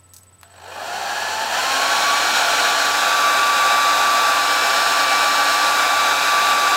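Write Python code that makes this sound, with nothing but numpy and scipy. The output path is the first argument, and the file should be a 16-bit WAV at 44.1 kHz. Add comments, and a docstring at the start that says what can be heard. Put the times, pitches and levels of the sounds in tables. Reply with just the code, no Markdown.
"""A quiet room hums, and a faint electrical whistle pulses all the way through. A hand picks at a hair
dryer with a few clicks, then the switch snaps to low at about 0.4 s and the housing rings. The four-bladed
fan spins up: air rushes through the housing, rattling at first, and the blades give a rising whine.
At about 1.5 s the dryer goes to high and grows louder and higher. It is then moved about over the hair,
and the colour of the rush shifts with the aim of the nozzle."""
import sys
import numpy as np
from scipy import signal
from scipy.fft import rfft, irfft
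from scipy.io import wavfile
from scipy.ndimage import uniform_filter1d

SR = 44100
rng = np.random.default_rng(int(sys.argv[2]) if len(sys.argv) > 2 else 0)


def unload_wav(signal):
    """Save mono or channel-first audio to the path in sys.argv[1] as 16-bit WAV at rate SR, clipped to [-1, 1]."""
    wavfile.write(
        sys.argv[1],
        SR,
        np.round(np.clip(np.atleast_2d(signal).T, -1, 1) * 32767).astype(np.int16),
    )


N = 298116
TIME = np.arange(N) / SR

# The room's hiss. Each row: frequency in Hz, relative strength in dB.
ROOM_COLOUR = [(15, -59), (25, -31), (55, -38), (82, -9), (246, -19.5), (1110, -21.5), (1240, -28),
               (1340, -25), (1620, -25.5), (6730, -36), (7910, -36), (8580, -32), (15500, -40)]
# The room's hums. Each row: pitch in Hz, level in dB.
ROOM_HUMS = [(90.3, -55.5), (1039, -73), (1314, -66)]
# Handling clicks, then the switch. Each row: start in seconds, relative level in dB,
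# share of dull knock from 0 to 1, fade time in seconds.
CLICKS = [(.0900, -49, .4, 0.0018), (0.1358, -28, 0, .002), (0.14, -33, 0, .005), (.1648, -25, 0, 0.0013),
          (.1684, -39, .04, .002), (.1834, -40, .06, .005), (0.233, -35, 0, .0012),
          (.4125, -34, .15, .0015), (0.4314, -22, 0.94, 0.0015)]
# A bright tick and a dull plastic knock. Each row: frequency in Hz, relative strength in dB.
TICK_COLOUR = [(500, -27), (2500, -17), (4500, -4), (6500, 0), (10000, -2), (13000, -2), (16000, -8)]
KNOCK_COLOUR = [(400, -23), (690, -6), (900, -6), (1200, -4), (1450, 8), (2100, -11), (3400, -4),
                (4700, -9), (5300, -18), (7000, -18), (16000, -26)]
# Speeding up to high: a quick kick, the main climb, a slow creep.
# Each row: share of the step from 0 to 1, settling time in seconds.
RUN_UP = [(.3, .062), (.675, .26), (.025, 2.6)]
# Where the nozzle points. Each row: time in seconds, aim (0 close to the head, 1 level, 2 raised, 3 down).
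NOZZLE_AIM = [(0, 0), (1.5, 0), (2.0, 1), (2.8, 1), (3.15, 2), (4.22, 2), (4.48, 3), (5.55, 3), (5.85, 2),
              (6.76, 2)]
# The loudness that each of those four aims adds, in dB.
AIM_DB = [0.62, 0.31, -1.17, -0.18]
# The blade tone and the tone an octave above. Each row: time in seconds, relative level in dB.
BLADE_LEVELS = [(0.6, -5), (1.08, 2.4), (1.2, -8), (1.36, 1), (1.52, -3), (1.96, -4.5), (2.12, 3.5),
                (2.36, -14.5), (2.52, -5.4), (2.84, -4), (3.24, 4), (4.24, 5.5), (4.48, -0.4), (6.08, 2.5),
                (6.2, 0), (6.32, 4.5), (6.72, 4)]
OCTAVE_LEVELS = [(1.0, -7.3), (1.25, -1), (1.55, -15), (2.45, -8.5), (2.85, -20.0), (3.35, -8.5),
                 (3.55, -12), (3.72, -4.5), (3.95, -14), (4.35, -15), (4.65, -6.5), (4.88, -15),
                 (5.1, -5.0), (5.58, -13), (5.85, -3.9), (6.15, -7), (6.7, -10.8)]
# Weaker rotor tones. Each row: cycles per turn of the shaft, level in dB against the air at full speed.
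ROTOR_TONES = [(1, -22.5), (2, -22.5), (3, -15.5), (5, -9.5), (6, -21), (12, -15), (20, -24)]
# Swirling air at full speed. Each row: frequency in Hz, relative strength in dB.
AIR_COLOUR = [(30, -50), (110, -34), (250, -21.5), (500, -11.5), (750, -0.5), (1050, -8), (1500, -2.5),
              (2100, -12.5), (2600, -12.5), (4000, -10), (6500, -17), (8000, -19), (10000, -27.5),
              (13000, -27.5), (15800, -31.5)]
# Peaks and dips from the housing and room. Each row: centre in Hz, width in Hz, boost or cut in dB.
HOUSING_PEAKS = [(214, 15, 6), (382, 15, -15), (395, 18, 6.5), (438, 22, -8), (538, 53, 1.5), (600, 74, -4),
                 (674, 13.5, 3.5), (777.6, 41, -7.5), (806.5, 32, 7), (890, 5, -6), (912, 21, 6.5),
                 (931, 17, -10), (1055, 12, -12.5), (1046.5, 19, 11), (1224, 31, -11), (1352, 122, 3.5),
                 (1435, 21, 3), (1480, 22, -0.5), (1541, 17, 7.5), (1653, 18, -6), (1673, 22, 6.5),
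                 (1887, 12, 12.5), (1917, 48, -12.5), (2147, 70, -6.5), (2170, 13, 15.5), (2370, 60, 5),
                 (2488, 28, 10.5), (2607, 56, 4), (2970, 270, -1.9)]
# Peaks and dips that each aim adds. Each row: centre in Hz, width in Hz, boost or cut in dB.
CLOSE_PEAKS = [(1460, 200, -3), (1720, 150, 4.5), (2310, 120, 0.5), (3000, 430, 5.5), (3550, 190, -6),
               (4400, 290, 3), (5000, 380, -3), (5800, 290, 4), (7200, 380, 4.5), (7800, 250, -2),
               (8300, 400, 1), (9800, 400, 1)]
LEVEL_PEAKS = [(1440, 240, -0.5), (3050, 440, 3.5), (3660, 450, -5), (3760, 150, 5), (4090, 490, 3.5),
               (4780, 310, -4), (5360, 130, 2), (5710, 200, 2.6), (6200, 200, -2.5), (6840, 450, 3.5),
               (7650, 250, -1), (13210, 450, -7)]
RAISED_PEAKS = [(2730, 190, 3.5), (3220, 520, -2.5), (3830, 250, 3.5), (4320, 320, -3.5), (5770, 400, -4.5),
                (6270, 155, 1.5), (8200, 243, -2.5), (9100, 376, -1.5), (11300, 310, 2.5)]
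DOWN_PEAKS = [(1736, 190, 1.5), (2200, 339, -1.5), (2800, 280, 4), (3491, 300, -6), (3887, 670, 3),
              (4684, 205, -5.5), (5298, 420, 3.5), (6011, 325, -5), (6700, 624, 2)]
# A slow fan hisses less. Each row: centre in Hz, width in Hz, cut in dB.
SLOW_HISS_DIP = [(6040, 4000, -3.2)]

BLADES, LOW_HZ, FULL_HZ = 4, 911.6, 1162  # the rates count blade passes per second on low and high
LOW_ON_S, HIGH_ON_S, SPIN_UP_S = 0.4, 1.492, 0.494


def gain_of(db):
    """Turns decibels into a factor to multiply by."""
    return 10 ** (np.asarray(db) / 20)


def unit_level(x):
    """Scales a signal to an average (rms) level of 1."""
    return x / np.sqrt(np.mean(x ** 2) + 1e-20)


def follow(rows, t):
    """The value at times t, on straight lines between the rows."""
    return np.interp(t, *np.transpose(rows))


def colour_db(points, hz):
    """The strength in dB at each frequency, joining the points on a pitch scale."""
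    f, db = np.transpose(points)
    return np.interp(np.log(hz + 1), np.log(f + 1), db)


def peaks_db(rows, hz):
    """Adds up bell-shaped peaks and dips, in dB."""
    return sum(db * np.exp(-2 * ((hz - f) / width) ** 2) for f, width, db in rows)


def noise(points):
    """Steady noise of a given colour, at level 1."""
    gain = gain_of(colour_db(points, np.fft.rfftfreq(N, 1 / SR)))
    return unit_level(irfft(rfft(rng.standard_normal(N)) * gain, N))


def wander(rate_hz):
    """A random drift of level 1, mostly slower than the given rate."""
    hz = np.fft.rfftfreq(N, 1 / SR)
    return unit_level(irfft(rfft(rng.standard_normal(N)) / (1 + (hz / rate_hz) ** 2), N))


def room(hiss_db=-57):
    """The room gives a soft hiss and steady hums."""
    hums = sum(np.sqrt(2) * gain_of(db) * np.sin(2 * np.pi * hz * TIME) for hz, db in ROOM_HUMS)
    return gain_of(hiss_db) * noise(ROOM_COLOUR) + hums


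def electrical_whistle(level_db=-50.0, pitch_hz=8000, period_s=.05843):
    """A camera's data bursts leak into the microphone as a chopped whistle."""
    bursts = (TIME - .034) / period_s % 1 < .56
    whistle = np.sin(2 * np.pi * pitch_hz * TIME)
    return gain_of(level_db) * uniform_filter1d(bursts * 1., size=30) * whistle


def clicks(level_db=-7.0, tail_db=-19.0, tail_s=0.024, rise_s=0.00035):
    """Hand and switch make short bursts, from bright tick to dull knock, that linger briefly in the room."""
    tick, knock, out = noise(TICK_COLOUR), noise(KNOCK_COLOUR), np.zeros(N)
    for start_s, db, dull, decay_s in CLICKS:
        age = np.maximum(TIME - start_s, 0)
        fade = np.exp(-age / decay_s) + gain_of(tail_db) * np.exp(-age / tail_s)
        burst = np.sqrt(1 - dull) * tick + np.sqrt(dull) * knock
        out += gain_of(db + level_db) * np.minimum(age / rise_s, 1) * fade * burst
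    return out


def housing_ring(ring_hz=685, level_db=-54.0, decay_s=0.13):
    """The snap of the switch, the last click, leaves the hollow housing ringing."""
    age = np.maximum(TIME - CLICKS[-1][0], 0)
    return gain_of(level_db) * np.exp(-age / decay_s) * np.sin(2 * np.pi * ring_hz * age)


def fan_hz(t):
    """Blade passes per second: the motor pulls against air drag on low, then climbs to full speed."""
    time_on_low = np.maximum(np.minimum(t, HIGH_ON_S) - LOW_ON_S, 1 / SR)
    low = LOW_HZ * np.tanh(time_on_low / SPIN_UP_S)
    to_go = sum(share * np.exp(-np.maximum(t - HIGH_ON_S, 0) / lag_s) for share, lag_s in RUN_UP)
    return FULL_HZ - (FULL_HZ - low) * to_go


def fan_whine(slow_db_per_octave=-9.0, jitter_hz=1.7, shimmer=0.12, fade_db=0.8, weak_below_hz=380):
    """Blades and rotor sing. Gusts shake the tones, and the weaker ones waver as the hand sways."""
    blade_hz = fan_hz(TIME)
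    shaft_angle = 2 * np.pi * np.cumsum((blade_hz + jitter_hz * wander(24)) / BLADES) / SR
    tones = [(BLADES, follow(BLADE_LEVELS, TIME)),
             (2 * BLADES, follow(OCTAVE_LEVELS, TIME) + fade_db * wander(2.5))]
    # the off-balance rotor is heard mainly near full speed
    slow_db = slow_db_per_octave * np.log2(FULL_HZ / blade_hz)
    tones += [(per_turn, db + slow_db + fade_db * wander(1.9)) for per_turn, db in ROTOR_TONES]
    whine = np.zeros(N)
    for per_turn, db in tones:
        level = gain_of(db) * (1 + shimmer * wander(14))
        whine += level * np.sin(per_turn * shaft_angle + 2 * np.pi * rng.random())
    # a small fan gives off low notes poorly
    return np.sqrt(2) * whine / np.hypot(1, (weak_below_hz / blade_hz) ** 4)


def mains_rattle(mains_hz=50, depth=0.39, fade_s=0.14):
    """On low the motor gets only half of each mains wave, so the level pulses; this soon dies away."""
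    pulse = np.cos(2 * np.pi * mains_hz * (TIME - .602))
    amount = depth * np.exp(-np.maximum(TIME - .6, 0) / fade_s) * (TIME < HIGH_ON_S)
    return np.exp(amount * pulse - amount ** 2 / 2)


def wall_echo_db(hz, t, depth_db=0.3, delay_s=.0034, swing_s=0.00011):
    """A wall echo ripples the treble; the ripple slides as the hand sways."""
    delay = delay_s + swing_s * np.interp(t, TIME, wander(.7))
    return depth_db * np.clip(hz / 3500, 0, 1)[:, None] ** 2 * np.cos(2 * np.pi * np.outer(hz, delay))


def air_rush(bass_db_per_octave=8.0, ripple_db=1.77, flutter_db=0.46, hiss_returns_hz=(620, 680)):
    """Swirling air makes noise, coloured by the housing, the nozzle's aim and the fan's speed."""
    frames = dict(fs=SR, nperseg=4096, noverlap=3072)
    hz, t, spectrum = signal.stft(rng.standard_normal(N), **frames)
    aim = follow(NOZZLE_AIM, t)
    colour = (colour_db(AIR_COLOUR, hz) + peaks_db(HOUSING_PEAKS, hz))[:, None]
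    for k, peaks in enumerate([CLOSE_PEAKS, LEVEL_PEAKS, RAISED_PEAKS, DOWN_PEAKS]):
        # the walls give each aim its own fine ripple
        ripple = ripple_db * rng.standard_normal(len(hz)) * np.clip(hz / 2500, 0, 1)
        share = np.clip(1 - abs(aim - k), 0, 1)
        colour = colour + np.outer(peaks_db(peaks, hz) + ripple, share)
    colour += wall_echo_db(hz, t)
    # a slow fan makes a duller rush
    octaves_slow = np.clip(np.log2(FULL_HZ / fan_hz(t)), 0, .9)
    colour += bass_db_per_octave * np.outer(np.interp(hz, [750, 1200, 2200], [1, .25, 0]), octaves_slow)
    gain = gain_of(colour)
    # hold the hiss at an even level, then dip it while the fan is slow
    hiss_band = (hz > 2600) & (hz < 7500)
    gain /= np.sqrt((gain[hiss_band] ** 2).sum(0) / len(hz))
    slow = np.interp(fan_hz(t), hiss_returns_hz, [1, 0])
    gain *= gain_of(np.outer(peaks_db(SLOW_HISS_DIP, hz), slow))
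    air = signal.istft(spectrum * gain, **frames)[1][:N]
    return air * gain_of(flutter_db * wander(14))


def dryer_loudness(air_db=-23, air_db_per_octave=17.5, scrape_db=-43.5):
    """Motor scrape sets the level at first, then the air takes over with speed; the aim shifts it a bit."""
    speed = fan_hz(TIME) / FULL_HZ
    air = gain_of(air_db + air_db_per_octave * np.log2(speed))
    aim_db = np.interp(follow(NOZZLE_AIM, TIME), np.arange(len(AIM_DB)), AIM_DB)
    return gain_of(aim_db) * np.hypot(air, gain_of(scrape_db) * speed)


def scene():
    """The dryer, its clicks and the background, the same in both ears."""
    dryer = dryer_loudness() * (air_rush() * mains_rattle() + fan_whine())
    mono = dryer + clicks() + housing_ring() + room() + electrical_whistle()
    return np.array([mono, mono])


def record(dry, cutoff_hz=15830):
    """Cuts away the very highest treble."""
    low_pass = signal.firwin(801, cutoff_hz, window=("kaiser", 9), fs=SR)
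    return signal.oaconvolve(dry, low_pass[None], "same")


dry = scene()
out = record(dry)
unload_wav(out)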